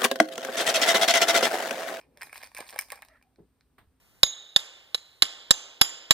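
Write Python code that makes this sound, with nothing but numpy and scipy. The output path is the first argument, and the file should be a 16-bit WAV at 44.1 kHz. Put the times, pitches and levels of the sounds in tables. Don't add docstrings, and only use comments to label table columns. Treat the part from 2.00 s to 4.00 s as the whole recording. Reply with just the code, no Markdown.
import sys
import numpy as np
from scipy import signal
from scipy.fft import rfft, irfft
from scipy.io import wavfile
from scipy.ndimage import uniform_filter1d

SR = 44100
rng = np.random.default_rng(int(sys.argv[2]) if len(sys.argv) > 2 else 0)


def master(y):
    cut = np.clip(np.atleast_2d(y).T, -1, 1)
    pcm = np.round(cut * 32767)
    wavfile.write(sys.argv[1], SR, pcm.astype(np.int16))


N = 88200


def amp(db):
    return 10 ** (np.asarray(db) / 20)


def unit(x):
    return x / np.sqrt(np.mean(x ** 2) + 1e-20)


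def read(points, hz):
    f, value = np.transpose(points)
    return np.interp(np.log(hz + 1), np.log(f + 1), value)


def add(mix, s, sound):
    part = mix[:, max(round(s * SR), 0):][:, :sound.shape[1]]
    part += sound[:, :part.shape[1]]


def bins(size):
    return np.fft.rfftfreq(size, 1 / SR)


def causal(db):
    log_gain = np.log(amp(np.concatenate([db, db[-2:0:-1]])))
    return np.exp(np.conj(signal.hilbert(log_gain)))[:len(db)]


def fade(t, t60):
    return np.exp(-np.log(1000) * t / t60)


# frequency in Hz, likeness from 0 to 1.
ROOM_SAME = [(60, 0.92), (700, 0.79), (2000, 0.6), (5500, .3), (9000, .75)]


def diffuse(pair, colour_db):
    a, b = rfft(pair)
    same = read(ROOM_SAME, bins(N))
    right = same * a + np.sqrt(1 - same ** 2) * b
    return irfft(np.array([a, right]) * causal(colour_db), N)


def noise(colour):
    return unit(diffuse(rng.standard_normal((2, N)), read(colour, bins(N))))


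# frequency in Hz, relative level in dB.
FLOOR = [(12, -50), (25, -26.5), (45, -3.5), (80, -5.5), (120, -7.5), (200, -12.5), (260, -5), (330, -16.5),
         (400, -13), (640, -22.5), (1200, -24), (2100, -29.5), (4500, -33), (6700, -37.5), (8500, -31),
         (10200, -33), (11400, -44), (12800, -33.5), (15000, -34.5), (16000, -48)]
FLOOR_DB = -72
# frequency in Hz, level in dB.
HUM = [(59.2, -77.5), (264, -84)]


def background():
    t = np.arange(N) / SR
    hum = sum(amp(db) * np.sqrt(2) * np.sin(2 * np.pi * (hz * t + rng.random())) for hz, db in HUM)
    return amp(FLOOR_DB) * noise(FLOOR) + hum


# time in seconds, level in dB.
RUSTLE = [(0, -75.5), (.07, -67), (.13, -70), (.2, -67), (.27, -65), (.36, -86), (.5, -95)]
# frequency in Hz, relative level in dB.
RUSTLE_COLOUR = [(30, -24), (70, -4), (130, -3), (200, -3.5), (400, 1.5), (620, -2.5), (900, -10.5),
                 (1400, -24.5), (4000, -54.5)]


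def rustle():
    level_db = np.interp(np.arange(N) / SR, *np.transpose(RUSTLE))
    return amp(level_db) * noise(RUSTLE_COLOUR)


# start in seconds, attack in seconds, decay in seconds,
# then the levels of thud, pat and swish in dB.
HAND = [(1.383, 0.0062, 0.016, -84, -49, -80), (1.418, .005, 0.02, -59, -63, -97),
        (1.781, 0.0028, 0.019, -62, -62.5, -54), (1.808, .005, 0.04, -64, -78, -76)]
# frequency in Hz, relative level in dB.
THUD = [(20, -28), (60, 2.5), (160, 2), (280, -14.5), (600, -52.5), (2000, -56)]
PAT = [(40, -31), (150, -12), (280, -0.5), (420, 2), (570, -13), (780, -12.5), (1100, -27.5), (1500, -33),
       (5000, -68)]
SWISH = [(100, -29), (500, -3.5), (1100, 3), (1700, 1), (2400, -7), (4000, -9), (6500, -30), (9000, -13.5),
         (11300, -38), (13500, -12), (16000, -26)]


def hand():
    t, out = np.arange(N) / SR, np.zeros((2, N))
    parts = [noise(THUD), noise(PAT), noise(SWISH)]
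    for s, attack, decay, *levels_db in HAND:
        rise = np.clip((t - s) / attack, 0, 1)
        fall = np.exp(-np.maximum(t - s - attack, 0) / decay)
        out += rise * fall * sum(amp(db) * part for db, part in zip(levels_db, parts))
    return out


# start in seconds, length in seconds,
# start pitch in Hz, end pitch in Hz, width in Hz, level in dB.
SLIDES = [(0.158, 0.043, 587, 550, 20, -70), (1.066, .11, 660, 610, 53, -70.5),
          (1.083, 0.12, 1930, 1727, 150, -68.5), (1.078, 0.092, 2420, 2150, 100, -81),
          (1.147, 0.0315, 1470, 1255, 69, -68), (1.081, 0.066, 1250, 1290, 83, -73.5),
          (1.228, 0.06, 785, 750, 40, -76), (1.27, 0.1, 761, 720, 70, -84)]


def slides(size=8192):
    t, out = np.arange(size) / SR, np.zeros((2, N))
    for s, length, start_hz, end_hz, width_hz, db in SLIDES:
        progress = np.clip(t / length, 0, 1)
        pole = np.exp(-2 * np.pi * width_hz / SR)
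        rough = rng.standard_normal(size) + 1j * rng.standard_normal(size)
        drive = signal.lfilter([1], np.poly([pole, pole]), rough)
        pitch = start_hz + (end_hz - start_hz) * progress
        tone = (drive * np.exp(2j * np.pi * np.cumsum(pitch) / SR)).real
        swell = np.sqrt(progress * (1 - progress))
        tone = amp(db) * np.sqrt(length * SR / size) * unit(tone * swell)
        add(out, s, np.array([tone, tone]))
    return out


# start in seconds, level in dB.
TICKS = [(1.3595, -57), (1.609, -51.5)]
# frequency in Hz, relative level in dB, time to fade by 60 dB in seconds.
TICK_MODES = [(1500, -15, .02), (1815, -9, .014), (2320, -5, .008), (4200, 0, .006), (4750, -2, .006)]


def ticks():
    t, out = np.arange(SR // 10) / SR, np.zeros((2, N))
    tick = sum(amp(db) * fade(t, t60) * np.sin(2 * np.pi * (hz * t + rng.random()))
               for hz, db, t60 in TICK_MODES)
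    for s, db in TICKS:
        add(out, s, amp(db) * np.array([tick, tick]))
    return out


def ring(hz, t60, attack, size=8000):
    t = np.arange(size) / SR
    wave = np.sin(2 * np.pi * (hz * t + rng.random()))
    mode = np.minimum(t / attack, 1) * fade(t, t60) * wave
    return np.array([mode, mode])


def rings(table, attack):
    out = np.zeros((2, N))
    for s, hz, db, t60 in table:
        add(out, s, amp(db) * ring(hz, t60, attack))
    return out


# start in seconds, frequency in Hz, level in dB, time to fade by 60 dB in seconds.
THUMPS = [(1.385, 350, -44.5, .06), (1.401, 160, -44, .07), (1.81, 90, -51, .09), (1.872, 75, -55, .15)]
THUMP_ATTACK_S = .004


def thumps():
    return rings(THUMPS, THUMP_ATTACK_S)


PATCHY_DB, PATCH_HZ, PATCH_S = 2.5, 500, .012


def patchy(x):
    z = signal.stft(x, SR, nperseg=256)[2]
    field = rng.standard_normal(z.shape[1:])
    for axis, width in enumerate([PATCH_HZ * 256 / SR, PATCH_S * SR / 128]):
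        field = uniform_filter1d(field, max(round(width), 1), axis)
    return signal.istft(z * amp(PATCHY_DB * unit(field)), SR, nperseg=256)[1][:, :N]


# frequency in Hz, relative level in dB.
BODY = [(25, -56.5), (80, -36.5), (200, -27.5), (330, -18), (600, -5.5), (920, 4), (1130, -3), (1400, -8.5),
        (1700, 3), (2030, -1), (2380, 3), (2800, -7), (3400, -8.5), (4300, -4.5), (5100, -4.5), (5900, -9),
        (7000, -8.5), (8200, -6.5), (9150, -2.5), (10400, -7), (11300, -14), (12300, -9), (13200, -7),
        (15000, -12), (16500, -27)]
# time in seconds, level of the body in dB,
# level of the treble in dB, both before the trims below.
SCRAPE = [(0, -68, -62), (.04, -62.5, -78), (.08, -85, -93), (.15, -77, -83), (.19, -61.5, -68),
          (.26, -58, -53), (.31, -61.5, -67), (.36, -55, -51.5), (.41, -52.5, -59.5), (.46, -56, -58.5),
          (.51, -67.5, -68), (.54, -66.5, -70), (.575, -49, -52), (.62, -46, -56), (.66, -56, -60.5),
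          (.70, -58.5, -50.5), (.74, -51, -61.5), (.82, -51, -58), (.86, -71.5, -74), (.94, -46.5, -56.5),
          (1.0, -71, -71.5), (1.06, -71, -68), (1.11, -68.5, -79.5), (1.17, -68, -76.5), (1.2, -82, -105),
          (1.3, -88, -98), (1.4, -100, -105)]
GRAINS_PER_S, GRAIN_SPREAD_DB = 1500, 3.5
TREBLE_HZ = 3350
HISS_DB, SCRAPE_TRIM_DB = -1.5, -2.5


def scrape():
    hz, t = bins(N), np.arange(N) / SR
    slip_db = GRAIN_SPREAD_DB * np.minimum(rng.exponential(1, N), 2)
    slips = (rng.random(N) < GRAINS_PER_S / SR) * amp(slip_db)
    slips = patchy(slips * rng.choice([-1, 1], (2, N)))
    s, body_db, treble_db = np.transpose(SCRAPE)
    low = 1 / (1 + (hz / TREBLE_HZ) ** 6)
    out = np.zeros((2, N))
    for db, share in [(body_db, low), (treble_db + HISS_DB, 1 - low)]:
        colour_db = read(BODY, hz) + 10 * np.log10(share + 1e-6)
        out += amp(np.interp(t, s, db)) * unit(diffuse(slips, colour_db))
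    return amp(SCRAPE_TRIM_DB) * out


JINGLE_LOW_HZ, JINGLE_HIGH_HZ = 3400, 15000
PING_ATTACK_S = .0003


def tinkle(t60):
    hz = JINGLE_LOW_HZ * (JINGLE_HIGH_HZ / JINGLE_LOW_HZ) ** rng.random()
    return amp(read(BODY, hz)) * ring(hz, t60, PING_ATTACK_S, size=2000)


JINGLES_PER_S, JINGLE_T60_S, JINGLE_SPREAD_DB = 600, .017, 3
JINGLE_DB = -5


def jingles():
    t, out = np.arange(N) / SR, np.zeros((2, N))
    for s in t[rng.random(N) < JINGLES_PER_S / SR]:
        size_db = JINGLE_SPREAD_DB * min(rng.exponential(), 3)
        add(out, s, amp(size_db) * tinkle(JINGLE_T60_S))
    s, _, treble_db = np.transpose(SCRAPE)
    return unit(out) * amp(JINGLE_DB + np.interp(t, s, treble_db))


# start in seconds, frequency in Hz, level in dB,
# time to fade by 60 dB in seconds.
PINGS = [(.2216, 1850, -32, .016), (.2216, 5115, -44, .09), (.2317, 1900, -34, .018),
         (.3296, 1700, -39, .02), (.567, 2290, -37, .035), (.5738, 1680, -43, .06), (.5895, 610, -38, .04),
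         (.5895, 2400, -43, .035), (.6061, 760, -39, .025), (.6061, 1125, -48, .12),
         (.6061, 1723, -46, .07), (.761, 870, -37, .04), (.7899, 2295, -24.5, .035),
         (.7899, 5170, -37, .06), (.7899, 9020, -37, .05), (.9203, 580, -45, .07), (.9233, 1125, -42, .09),
         (.9233, 1740, -44, .06)]


def pings():
    return rings(PINGS, PING_ATTACK_S)


BAND_EDGES_HZ = [300, 1300, 3200, 7000, 16000]
LEVEL_WINDOW_S = .004
CHATTER_S, CHATTER_DB = 0.0013, 4.5
CHATTER_SHARED = 0.86
COLOUR_DB = 2.5
BASS_HZ, BASS_FOLLOW = 280, 0.45


def contact(levels_db, size=1024):
    hz, t = bins(size), np.arange(size) / SR
    chatter = rng.standard_normal((3, size)) * np.exp(-t / CHATTER_S)
    chatter = rfft(chatter / np.linalg.norm(chatter, axis=1)[:, None])
    both_sides = np.sqrt(CHATTER_SHARED) * chatter[0]
    each_side = np.sqrt(1 - CHATTER_SHARED) * chatter[1:]
    blow = 1 + amp(CHATTER_DB) * (both_sides + each_side)
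    lo, hi = np.array(BAND_EDGES_HZ[:-1]), np.array(BAND_EDGES_HZ[1:])
    spots = np.geomspace(lo[0], hi[-1], 36)
    spot_db = COLOUR_DB * rng.standard_normal(len(spots))
    colour_db = read(BODY, hz) + read(np.c_[spots, spot_db], hz)
    inside = (hz >= lo[:, None]) & (hz < hi[:, None])
    centres = np.r_[BASS_HZ, np.sqrt(lo * hi)]
    for _ in range(2):
        energy = (abs(blow * amp(colour_db)) ** 2).sum(0)
        power = inside @ energy / (size * LEVEL_WINDOW_S * SR)
        lift = levels_db - 10 * np.log10(power)
        bass = lift[0] + BASS_FOLLOW * (lift[0] - lift[1])
        colour_db = colour_db + read(np.c_[centres, np.r_[bass, lift]], hz)
    return irfft(blow * causal(colour_db)) * np.cos(np.pi / 2 * t / t[-1])


# start in seconds, levels of knock, clack, tick and sparkle in dB,
# then the metal ring in dB relative to the contact.
CLINKS = [ (.0129, -66, -59.5, -64.5, -70, 8), (0.1734, -60, -53, -58, -58, 0.5),
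          (.2110, -61, -42.5, -60, -61.5, 6), (.2157, -54, -45, -49, -48, 14),
          (.2214, -48, -38, -52, -49.5, -7), (0.2315, -47, -42, -52, -42.5, -0.5),
          (.2714, -55, -54, -85, -61, 7), (0.2948, -64, -53, -83, -66, 15),
          (0.328, -64, -46, -65, -54, 5.5), (0.3296, -49, -42.5, -58.5, -48.5, -10),
          (0.345, -60, -49, -61, -52.5, -1), (0.3578, -50.5, -42, -55, -59, 9.5),
          (0.364, -61.5, -52, -58.5, -52.5, -2.5), (.3730, -60.5, -53.5, -57, -51.5, 6),
          (.3784, -52.5, -53, -49.5, -47, -4.5), (0.4168, -54, -51.5, -55.5, -64, 3),
          (.4287, -59.5, -45, -54, -54, 0.5), (0.4334, -46, -43.5, -50, -48.5, 2.5),
          (0.4427, -60.5, -52.5, -49.5, -51, 1.5), (.4478, -58, -57, -57, -55.5, 0),
          (.4630, -61, -56.5, -59, -56, 3), (0.4723, -56.5, -55.5, -59, -54.5, 1.5),
          (.5168, -57, -59.5, -71, -64, 3), (0.5486, -53, -48, -48, -44.5, 8.5),
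          (0.5669, -54, -48, -52.5, -48.5, 4), (0.5736, -58, -45, -49, -47.5, 2.5),
          (.5830, -61.5, -48, -55.5, -42, -1), (0.5893, -40, -45, -55, -54.5, 0),
          (0.6036, -48.5, -51, -51, -43, 2.5), (0.6061, -39, -44.5, -46, -48.5, -3),
          (.6659, -60, -57, -62.5, -61, 0), (.6807, -63.5, -63, -60, -52, 0),
          (0.6907, -64.5, -47.5, -47, -54, 0.5), (.6960, -61, -50, -54.5, -48, -0.5),
          (0.7062, -60, -58, -54, -47, -1.5), (0.7271, -49.5, -47.5, -55, -55.5, 1.5),
          (.7334, -46, -53, -60.5, -62.5, 1), (0.7427, -46.5, -55.5, -58, -55.5, 4),
          (0.7608, -38.5, -42.5, -55, -48, 1), (0.7813, -57.5, -45, -52, -54.5, -3),
          (0.7898, -42.5, -31, -34, -26.5, 2.5), (0.8113, -59, -48.5, -48, -37, -6.5),
          (0.8209, -62.5, -46.5, -53, -46.5, -4.5), (.8856, -63, -64.5, -68, -59, -21),
          (.9031, -54.5, -43, -48.5, -45.5, 4.5), (0.9201, -46, -40.5, -43.5, -36, -28),
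          (0.9233, -44, -43, -56, -52, -16), (.9298, -46, -47, -66, -64, -10),
          (0.9575, -55.5, -67, -57, -54, -16), (.9760, -57, -54.5, -79, -64, 15),
          (0.9904, -53.5, -58, -75, -68, -10), (1.0215, -51, -47, -54, -49.5, -17),
          (1.0278, -53, -44, -75, -82, -15), (1.0497, -59, -63, -63, -58, -11),
          (1.0850, -62.5, -63, -60.5, -63, -3), (1.2135, -68, -65, -96, -85, -12),
          (1.226, -73, -61.5, -69.5, -67.5, -19)]
# frequency in Hz, level in dB relative to the contact, # time to fade by 60
# dB in seconds.
METAL = [(1124, -20.5, .2), (1990, -31.5, .18), (2288, -19, 0.098), (2476, -22, .14), (5125, -8.5, 0.043),
         (8965, -26.5, .17), (9075, -24, .15), (9480, -27.5, .15), (12860, -32.5, .15)]
RING_SCATTER_DB = 5


def clinks(size=8000):
    out = np.zeros((2, N))
    hz, db, t60 = np.transpose(METAL)
    modes = np.exp(np.outer(2j * np.pi * hz - np.log(1000) / t60, np.arange(size) / SR))
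    band = np.searchsorted(BAND_EDGES_HZ, hz) - 1
    for s, *levels_db, ring_db in CLINKS:
        levels_db = np.array(levels_db)
        add(out, s, contact(levels_db))
        scatter_db = RING_SCATTER_DB * rng.standard_normal(len(hz))
        struck_db = levels_db[band] + db + ring_db + scatter_db
        turns = rng.random((1, len(hz)))
        add(out, s, ((amp(struck_db) * np.exp(2j * np.pi * turns)) @ modes).real)
    return out


CHARM_COUNT, CHARM_T60_S = 7, .022
CHARM_DB = -9


def charms():
    out = np.zeros((2, N))
    for s, _, _, tick_db, sparkle_db, _ in CLINKS:
        level_db = (tick_db + sparkle_db) / 2 + CHARM_DB
        add(out, s, amp(level_db) * sum(tinkle(CHARM_T60_S) for _ in range(CHARM_COUNT)))
    return out


# frequency in Hz, time to fade by 60 dB in seconds.
ROOM_T60 = [(150, 0.41), (700, .36), (2000, 0.13), (5000, .28), (10000, 0.26), (16000, 0.2)]
# frequency in Hz, level in dB.
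ROOM_LEVEL = [(150, -14.5), (700, -12), (2000, -10), (5000, -9), (10000, -17), (16000, -12)]
# delay in seconds, level in dB.
ECHOES = [(.0018, -18), (.0038, -13.5), (0.0098, -16)]


def room(x):
    t = np.arange(N) / SR
    taps = rng.standard_normal((2, N)) * np.clip((t - .003) / .005, 0, 1)
    hz, age, z = signal.stft(taps, SR, nperseg=256)
    t60 = read(ROOM_T60, hz)[:, None]
    z = z * fade(age, t60) * np.sqrt(2 * np.log(1000) / (t60 * SR))
    tail = signal.istft(z, SR, nperseg=256)[1][:, :N]
    tail = diffuse(tail, read(ROOM_LEVEL, bins(N)))
    out = x + signal.fftconvolve(x, tail, axes=1)[:, :N]
    for s, db in ECHOES:
        add(out, s, amp(db) * x)
    return out


# frequency in Hz, left above right in dB.
LEFT_RIGHT = [(100, -1.5), (400, 3.5), (1300, -2), (2400, -2), (4400, -1), (9000, -0.5), (15000, 0.5)]


def scene():
    tilt_db = read(LEFT_RIGHT, bins(N)) / 2
    struck = clinks() + charms() + pings() + thumps() + ticks()
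    near = room(struck + scrape() + jingles()) + slides() + rustle() + hand()
    return irfft(rfft(near) * amp([tilt_db, -tilt_db]), N) + background()


# frequency in Hz, delay in seconds.
PORT_LAG = [(300, .00015), (1300, .00004), (2100, 0), (3720, 0), (3750, .000262), (4500, .000215),
            (6000, .000207), (9400, .000218)]
CUTOFF_HZ = 16500


def record(dry):
    hz = bins(N)
    late = np.exp(-2j * np.pi * hz * read(PORT_LAG, hz))
    right = irfft(rfft(dry[1]) * late, N)
    lowpass = signal.firwin(255, CUTOFF_HZ, window=("kaiser", 9), fs=SR)
    return signal.oaconvolve(np.array([dry[0], right]), lowpass[None], "same")


dry = scene()
out = record(dry)
master(out)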